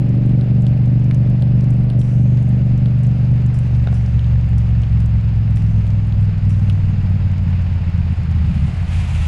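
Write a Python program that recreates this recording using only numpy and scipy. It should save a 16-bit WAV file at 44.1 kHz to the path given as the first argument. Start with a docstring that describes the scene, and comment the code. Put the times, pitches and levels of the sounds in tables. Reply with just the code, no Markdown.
"""A twin-cylinder motorcycle rolls along a wet street at night, heard from on board. Its engine is a stack of
exhaust tones plus noisy burble and clatter; the revs sink until it lugs and stumbles. The tyres are coloured
noise that hisses, then sprays in deeper water; wind is a low noise rumble. Raindrops are short rings on the
camera housing; some flood the microphone port, as noise in gliding resonances. The camera mount knocks over
bumps and under some big drops, as blows that ring its modes."""
import sys
import numpy as np
from scipy import signal
from scipy.fft import rfft, irfft, next_fast_len
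from scipy.io import wavfile
from scipy.ndimage import uniform_filter1d, minimum_filter1d

SR = 44100
rng = np.random.default_rng(int(sys.argv[2]) if len(sys.argv) > 2 else 0)


def transcribe(signal):
    """Save signal, clipped to [-1, 1], as a 16-bit WAV file at the path in sys.argv[1]."""
    frames = np.atleast_2d(signal).T
    limited = np.clip(frames, -1, 1)
    pcm = np.round(limited * 32767).astype(np.int16)
    wavfile.write(sys.argv[1], SR, pcm)


N = 408807  # length in samples

# Colour of the wind rumble: pitch_hz, level_db (per Hz)
WIND_COLOUR = [(10, -8), (25, -2), (42, 0), (60, -4), (90, -10), (130, -17), (250, -33), (600, -58),
               (1500, -90)]
WIND_START_DB, WIND_RISE_DB_PER_S, GUST_DB = -30.5, 0.35, 1.5

# Tyre hiss as the road gets wetter: time_s, level_db
TYRE_LEVEL = [(0, -46.5), (2.2, -47), (3.9, -44.5), (6.1, -45), (8.3, -42), (9.27, -39)]
# Spray from deeper water: time_s, level_db
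SPRAY_LEVEL = [(0, -82), (7.3, -70.5), (8.4, -60), (8.55, -50.5), (8.85, -50.5), (8.95, -41), (9.27, -39.5)]
# Colour of the tyre hiss: pitch_hz, level_db (per Hz)
HISS_COLOUR = [(300, -2.5), (800, 7.5), (1100, 3), (1600, 2.5), (2750, 1.5), (3200, -5.5), (4000, -8.5),
               (5100, -9.5), (5750, -20.5), (6700, -17.5), (8100, -26), (8800, -35), (10700, -26),
               (11800, -38), (15000, -58)]
# Colour of the spray: pitch_hz, level_db (per Hz)
SPRAY_COLOUR = [(450, -10), (900, 1.5), (1700, -1.5), (2500, 8.5), (3400, 0.5), (5000, -8.5), (7000, -6.5),
                (10400, -12.5), (11400, -23.5), (13800, -35), (15000, -58)]

# Knocks of the camera mount, some struck by a big raindrop: start_s, peak_db, dulling_db (per octave)
MOUNT_KNOCKS = [(1.428, -29, 9), (2.8595, -30, 3), (3.8725, -22, .3), (3.887, -31, 2), (3.929, -26, 5),
                (5.24, -36, 0), (6.292, -30, 12), (8.68, -31, 2)]
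# Pitches at which the mount rings: pitch_hz, level_db
MOUNT_MODES = [(420, -2), (640, -1), (1000, -8), (1340, -3), (2000, -15), (3700, -11)]

# Big raindrops on the housing: start_s, ring_hz, ring_db, tick_db
BIG_DROPS = [(.2943, 2840, -51, -56), (.4115, 3360, -43.5, -56), (.6222, 6980, -56, -57),
             (.6671, 3100, -39, -52), (1.1113, 1890, -35.5, -52), (1.146, 6290, -51, -50.5),
             (1.3, 8700, -66, -56), (1.4232, 3270, -41, -51), (1.6093, 5080, -51, -57),
             (1.706, 9560, -63, -49), (1.9013, 3200, -41, -52), (2.0034, 7550, -54, -54),
             (2.0153, 2630, -39, -48), (2.4274, 9550, -62, -58), (2.4911, 8700, -62, -58),
             (2.8586, 2950, -40, -57), (3.068, 6890, -54, -62), (3.4633, 6750, -52, -54),
             (3.5891, 7920, -56, -50.5), (4.0619, 5080, -47.5, -61), (4.1934, 2970, -41.5, -59),
             (4.244, 3400, -47, -64), (4.5831, 5860, -50, -56), (4.8347, 2910, -42.5, -61),
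             (5.0037, 5510, -53.5, -52), (5.0606, 6500, -56, -52), (5.5714, 1890, -41, -51),
             (5.868, 2930, -48, -53), (6.1245, 3000, -43, -64), (6.5061, 2070, -45, -50),
             (6.6985, 2700, -34.5, -47)]
RING_WIDTH_HZ = 1350  # for a ring at 2 kHz; higher rings are wider
SPLATTER_DB, SPLATTER_DECAY_S = -24, 0.004  # droplets that follow a big drop
THUMP_HZ, THUMP_WIDTH_HZ, THUMP_DB = 1100, 1800, -7  # broad thump; level relative to the ring
FINE_DROPS_PER_S = 17
# Lowest-pitched small drops; loss at the highest pitch; spread of drop sizes
FINE_DB, FINE_TREBLE_LOSS_DB, FINE_SPREAD_DB = -58, 9.5, 3.1

# Drops that flood the microphone port: start_s, fizz_db
PORT_SPLATS = [(1.9926, -60), (3.0348, -68.5), (3.5438, -65), (3.943, -63.5), (4.5831, -69.5),
               (5.5595, -63.5), (6.496, -63.5)]
# Resonances of the port: flooded_hz, clear_hz, level_db, fade_s
PORT_RESONANCES = [(5500, 6700, 0, .55), (7400, 8200, -5, .35), (9200, 10400, -4.5, .28)]
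SPLAT_HZ, SPLAT_WIDTH_HZ, SPLAT_DB = 7500, 4200, -52  # smack as such a drop lands

# Engine speed: time_s, speed_hz (four-stroke cycles per second)
ENGINE_SPEED = [(0, 23.95), (.8, 24.15), (2.8, 24.23), (3.6, 24), (4, 23.1), (4.3, 23.26), (5, 22.17),
                (6.1, 20.49), (7.35, 18.31), (8, 16.8), (8.35, 16.1), (8.62, 14.6), (8.78, 17.7), (9, 17.1),
                (9.27, 15.3)]
# Throttle: time_s, load (no unit: 0 coasting, 1 cruising)
THROTTLE_LOAD = [(0, 1.38), (.7, 1.096), (2.9, 0.91), (4.2, 0.088), (4.9, 0.026), (5.5, .33), (6.3, .33),
                 (6.7, .55), (8.5, 0.5), (8.9, .03)]
CRUISE_HZ = 24  # cycles per second
FIRING_GAP = 0.375  # part of a cycle from the front firing to the rear one
# Exhaust tones: order (multiple of the cycle rate), coasting_db, cruising_db (relative to the boom)
EXHAUST_ORDERS = [(2, -13.5, -18.5), (3, -2.5, -13), (4, -18, -20.5), (5, -0.5, 2), (6, -10, -5),
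                  (7, -15, -15.5), (8, -13, -6), (9, -24, -22), (10, -15.5, -6), (11, -20, -3.5),
                  (12, -32.5, -26.5), (13, -27, -3), (14, -25.5, -7.5), (16, -27.5, -6.5), (18, -29, -16.5),
                  (19, -27, -12), (21, -23, -13), (22, -28, -14.5), (24, -25.5, -7.5), (26, -27, -13.5),
                  (32, -25.5, -13.5)]
# What the silencer lets through: pitch_hz, level_db
SILENCER_PASS = [(45, -6), (54, -1.5), (65, 1.44), (120, -0.53), (170, 0.44), (200, -4), (235, -12),
                 (275, -21.5), (320, -27), (400, -29.5)]
ORDER_UNSTEADINESS = 0.13
# Colour of the clatter: pitch_hz, level_db (per Hz)
CLATTER_COLOUR = [(150, -9), (280, 9.5), (400, 4), (480, 3), (580, 4.5), (680, -1), (790, -4), (950, -19.5),
                  (1500, -34.5), (3000, -45)]
# Colour of the burble: pitch_hz, level_db (per Hz)
BURBLE_COLOUR = [(30, -24.5), (55, -14), (85, -1), (110, -1.5), (150, -2), (190, -8.5), (230, -18),
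                 (290, -32.5), (500, -56.5), (1000, -100)]
# Levels at cruising speed, and how much they change for each Hz of speed lost
BOOM_DB, BOOM_LOSS_DB_PER_HZ = -15, 0.31
BURBLE_DB, BURBLE_GAIN_DB_PER_HZ = -30.5, 0.87  # combustion grows more uneven as the revs sink
CLATTER_DB, CLATTER_LOSS_DB_PER_HZ = -42.5, 0.9  # while coasting
CLATTER_LOAD_DB = 3.5  # added by cruising load
LUG_FROM_S, LUG_FULL_S, LUG_BOOM_LOSS_DB = 8.1, 9.1, 1.9
# Around 8.6 s the boom briefly gives way to burble
FALTER_S, FALTER_WIDTH_S, FALTER_BOOM_LOSS_DB, FALTER_BURBLE_DB = 8.6, 0.19, 2, 6.5
# Stumbles of the lugging engine: start_s, kick_db (hard firing), gap_depth_db (missed firing after it)
ENGINE_STUMBLES = [(7.775, -22, 4), (7.895, -18, 17), (8.005, -20, 3), (8.13, -16, 15), (8.375, -16, 2),
                   (8.505, -18, 2), (8.58, -14, 5), (8.685, -17, 5), (8.845, -25, 15)]

CUTOFF_HZ = 15700  # nothing much is heard above this


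def from_db(db):
    """Turn decibels into a gain."""
    return 10 ** (np.asarray(db) / 20)


def rms_one(x):
    """Scale a sound to an average strength (rms) of 1."""
    return x / np.sqrt(np.mean(x ** 2) + 1e-20)


def in_time(rows):
    """Join the points of each column after the time by straight lines, one value per sample."""
    s, *columns = np.transpose(rows)
    return [np.interp(np.arange(N) / SR, s, column) for column in columns]


def noise(colour):
    """Shape random noise to a colour by weighting its frequencies; rms 1."""
    hz, db = np.transpose(colour)
    size = next_fast_len(N)
    bins_hz = np.arange(1, size // 2 + 2) * SR / size
    weights = from_db(np.interp(np.log(bins_hz), np.log(hz), db))
    return rms_one(irfft(rfft(rng.standard_normal(size)) * weights, size)[:N])


def drift(rate_hz):
    """Wander slowly at random, with spread 1: smoothed noise, one point every 40 samples."""
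    r = np.exp(-80 * np.pi * rate_hz / SR)
    points = rng.standard_normal(N // 40 + 2002)
    slow = signal.lfilter([1], [1, -2 * r, r * r], points)[2000:]  # skip the filter's start
    return np.interp(np.arange(N) / 40, np.arange(len(slow)), rms_one(slow))


def resonator(hz, width_hz):
    """Filter coefficients of one damped resonance, with gain 1 at its peak."""
    r = np.exp(-np.pi * width_hz / SR)
    return (1 - r * r) / 2 * np.array([1, 0, -1]), [1, -2 * r * np.cos(2 * np.pi * hz / SR), r * r]


def add(out, s, sound):
    """Mix a short sound in at time s."""
    at = max(round(s * SR), 0)
    out[at:at + len(sound)] += sound[:max(N - at, 0)]


def tick(hz, width_hz):
    """A drop's impact passes through a damped resonance twice; rms 1 over 5 ms."""
    b, a = resonator(hz, width_hz)
    ring = signal.lfilter(b, a, signal.lfilter(b, a, signal.unit_impulse(440)))
    return ring / np.sqrt(np.sum(ring ** 2) / 220)


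def blow(hz, width_hz):
    """A hard impact passes through a damped resonance twice; peak 1."""
    b, a = resonator(hz, width_hz)
    impact = signal.unit_impulse(SR // 10) + 1e-18
    ring = signal.lfilter(b, a, signal.lfilter(b, a, impact))
    return ring / np.abs(ring).max()


def firings(turns, depth_db, lag, front_share=0.6):
    """A swell at each of the two firings of a cycle, the rear cylinder being nearer; rms 1."""
    front, rear = (
        np.exp(5 * (np.cos(2 * np.pi * (turns - lag - at)) - 1)) for at in (0, FIRING_GAP)
    )
    return rms_one(from_db(depth_db * (front_share * front + rear)))


def wind():
    """A low, gusty rumble on the microphone that slowly grows."""
    level_db = WIND_START_DB + WIND_RISE_DB_PER_S * np.arange(N) / SR + GUST_DB * drift(0.93)
    return from_db(level_db) * noise(WIND_COLOUR)


def wet_road(turns):
    """The tyres hiss, fluttering with the firings, and throw up spray in deeper water."""
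    tyre_db, = in_time(TYRE_LEVEL)
    spray_db, = in_time(SPRAY_LEVEL)
    flutter = firings(turns, depth_db=2.5, lag=0.26)
    hiss = from_db(tyre_db + 0.5 * drift(16)) * noise(HISS_COLOUR) * flutter
    return hiss + from_db(spray_db + 1.5 * drift(25)) * noise(SPRAY_COLOUR)


def mount(width_hz=350):
    """Each knock rings the mount's damped modes; dull knocks ring the high ones less."""
    out = np.zeros(N)
    lowest_hz = MOUNT_MODES[0][0]
    for s, peak_db, dulling_db in MOUNT_KNOCKS:
        for hz, mode_db in MOUNT_MODES:
            level_db = peak_db + mode_db - dulling_db * np.log2(hz / lowest_hz)
            add(out, s, from_db(level_db) * blow(hz, width_hz))
    return out


def fine_rain():
    """Small drops land at random times as short, faint ticks of random pitch and size."""
    out = np.zeros(N)
    for when, pitch, size in rng.random((int(FINE_DROPS_PER_S * N / SR), 3)):
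        size_db = FINE_SPREAD_DB * min(-np.log(size), 2.8)  # many small, few large
        level_db = FINE_DB - FINE_TREBLE_LOSS_DB * pitch + size_db
        add(out, when * N / SR, from_db(level_db) * tick(2500 + 7000 * pitch, 4500))
    return out


def big_drops():
    """Big drops ring the housing, each with a thump, a sharp tick and a brief splatter."""
    out, t = np.zeros(N), np.arange(SR // 50) / SR
    tops_hz = rng.uniform(5400, 9000, len(BIG_DROPS))
    for (s, hz, ring_db, tick_db), top_hz in zip(BIG_DROPS, tops_hz):
        impact = from_db(ring_db) * tick(hz, RING_WIDTH_HZ * np.sqrt(hz / 2000))
        impact += from_db(ring_db + THUMP_DB) * tick(THUMP_HZ, THUMP_WIDTH_HZ)
        impact += from_db(tick_db) * tick(top_hz, 6000)
        # the drop bursts into droplets that land within a few ms
        droplets = rng.standard_normal(len(t)) * np.exp(-t / SPLATTER_DECAY_S)
        contact = signal.unit_impulse(len(t)) + from_db(SPLATTER_DB) * droplets
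        add(out, s, np.convolve(impact, contact / np.linalg.norm(contact)))
    return out


def draining_fizz(wet_hz, dry_hz, samples, drain_s=0.22, width_hz=1200, block_size=256):
    """Noise in a resonance that a water film has lowered, gliding back up as it drains; rms 1."""
    blocks = rng.standard_normal(samples).reshape(-1, block_size)
    state, parts = np.zeros((2, 2)), []
    for index, block in enumerate(blocks):
        age_s = index * block_size / SR
        hz = dry_hz + (wet_hz - dry_hz) * np.exp(-age_s / drain_s)
        section = np.concatenate(resonator(hz, width_hz))
        part, state = signal.sosfilt([section, section], block, zi=state)
        parts.append(part)
    return rms_one(np.concatenate(parts))


def flooded_port(splash_db=4, splash_s=0.018):
    """A drop smacks onto the port, whose resonances fizz and fade, with a short splash at first."""
    out, t = np.zeros(N), np.arange(256 * 240) / SR
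    for s, fizz_db in PORT_SPLATS:
        add(out, s, from_db(SPLAT_DB) * tick(SPLAT_HZ, SPLAT_WIDTH_HZ))
        for wet_hz, dry_hz, mode_db, fade_s in PORT_RESONANCES:
            fizz = draining_fizz(wet_hz, dry_hz, len(t))
            fading = np.exp(-t / fade_s) + from_db(splash_db) * np.exp(-t / splash_s)
            add(out, s, from_db(fizz_db + mode_db) * fizz * fading)
    return out


def port_membrane(x):
    """The port's membrane passes little above its own resonance."""
    return signal.sosfilt(signal.butter(8, 10800, fs=SR, output="sos"), x)


def exhaust(turns, cycle_hz, load, dispersion=40, shift=-2.01, waver_db=1.52):
    """Two unevenly spaced firings a cycle give a stack of orders; the silencer delays low ones most."""
    out = np.zeros(N)
    pipe_hz, pipe_db = np.transpose(SILENCER_PASS)
    for order, coasting_db, cruising_db in EXHAUST_ORDERS:
        pair_phase = np.angle(1 + np.exp(-2j * np.pi * order * FIRING_GAP))
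        phase = 2 * np.pi * order * turns + pair_phase + dispersion / order + shift
        tone = np.sqrt(2) * np.cos(phase)
        # an open throttle sharpens the pulses
        level_db = coasting_db + (cruising_db - coasting_db) * load
        # sinking revs slide the upper orders into the silencer's pass band
        level_db = level_db + np.interp(order * cycle_hz, pipe_hz, pipe_db)
        # weak orders vary more than the boom
        unsteady = 1 + ORDER_UNSTEADINESS * np.sqrt(abs(level_db) / 10) * drift(10)
        out += from_db(level_db) * unsteady * tone
    return out * from_db(waver_db * drift(11))


def stumble(exhaust_sound, pipe_hz=160, pipe_width_hz=90, gap_after_s=0.027, gap_s=0.011):
    """One firing kicks hard, dulled by the silencer, and the next one fails."""
    kicks, dip_db, t = np.zeros(N), np.zeros(N), np.arange(N) / SR
    for s, kick_db, depth_db in ENGINE_STUMBLES:
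        # start early, since the ring takes time to build up
        add(kicks, s - 1 / pipe_hz, from_db(kick_db) * blow(pipe_hz, pipe_width_hz))
        dip_db += depth_db / (1 + ((t - s - gap_after_s) / gap_s) ** 4)
    dull_kicks = signal.sosfilt(signal.butter(4, 240, fs=SR, output="sos"), kicks)
    return exhaust_sound * from_db(-dip_db) + dull_kicks


def engine(turns, cycle_hz, load):
    """Exhaust boom, burble and clatter all follow speed; exhaust and clatter also follow the load."""
    t, sag_hz = np.arange(N) / SR, CRUISE_HZ - cycle_hz
    lug = np.interp(t, [LUG_FROM_S, LUG_FULL_S], [0, 1])
    falter = np.exp(-((t - FALTER_S) / FALTER_WIDTH_S) ** 2)

    boom_db = BOOM_DB - BOOM_LOSS_DB_PER_HZ * sag_hz
    boom_db -= LUG_BOOM_LOSS_DB * lug + FALTER_BOOM_LOSS_DB * falter
    boom = from_db(boom_db) * exhaust(turns, cycle_hz, load)

    burble_db = BURBLE_DB + BURBLE_GAIN_DB_PER_HZ * sag_hz + FALTER_BURBLE_DB * falter
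    burble = from_db(burble_db) * noise(BURBLE_COLOUR) * firings(turns, depth_db=0.5, lag=0.33)

    # combustion knocks hardest while the engine pulls
    knocking = firings(turns, depth_db=3.5 + 3 * load, lag=0.097)
    clatter_db = CLATTER_DB - CLATTER_LOSS_DB_PER_HZ * sag_hz + CLATTER_LOAD_DB * load
    clatter = from_db(clatter_db) * noise(CLATTER_COLOUR) * knocking
    return stumble(boom + burble) + clatter


def scene():
    """Wind, wet tyres, mount knocks, rain and engine add up at one microphone."""
    cycle_hz, = in_time(ENGINE_SPEED)
    load, = in_time(THROTTLE_LOAD)
    turns = np.cumsum(cycle_hz) / SR  # engine cycles so far
    water = port_membrane(fine_rain() + big_drops() + flooded_port())
    ride = wind() + wet_road(turns) + mount() + water + engine(turns, cycle_hz, load)
    return ride[None]


def record(dry, ceiling=0.5, release_db_per_s=60):
    """A look-ahead limiter turns peaks down and recovers slowly; the top is cut."""
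    over_db = np.maximum(20 * np.log10(np.abs(dry[0]) / ceiling + 1e-9), 0)
    slope_db = release_db_per_s * np.arange(N) / SR
    held_db = np.maximum.accumulate(over_db + slope_db) - slope_db
    # act just before each peak, then smooth the gain
    gain_db = uniform_filter1d(minimum_filter1d(-held_db, size=221), size=221)
    top_cut = signal.cheby2(12, 70, CUTOFF_HZ, fs=SR, output="sos")
    return signal.sosfilt(top_cut, dry * from_db(gain_db))


dry = scene()
out = record(dry)
transcribe(out)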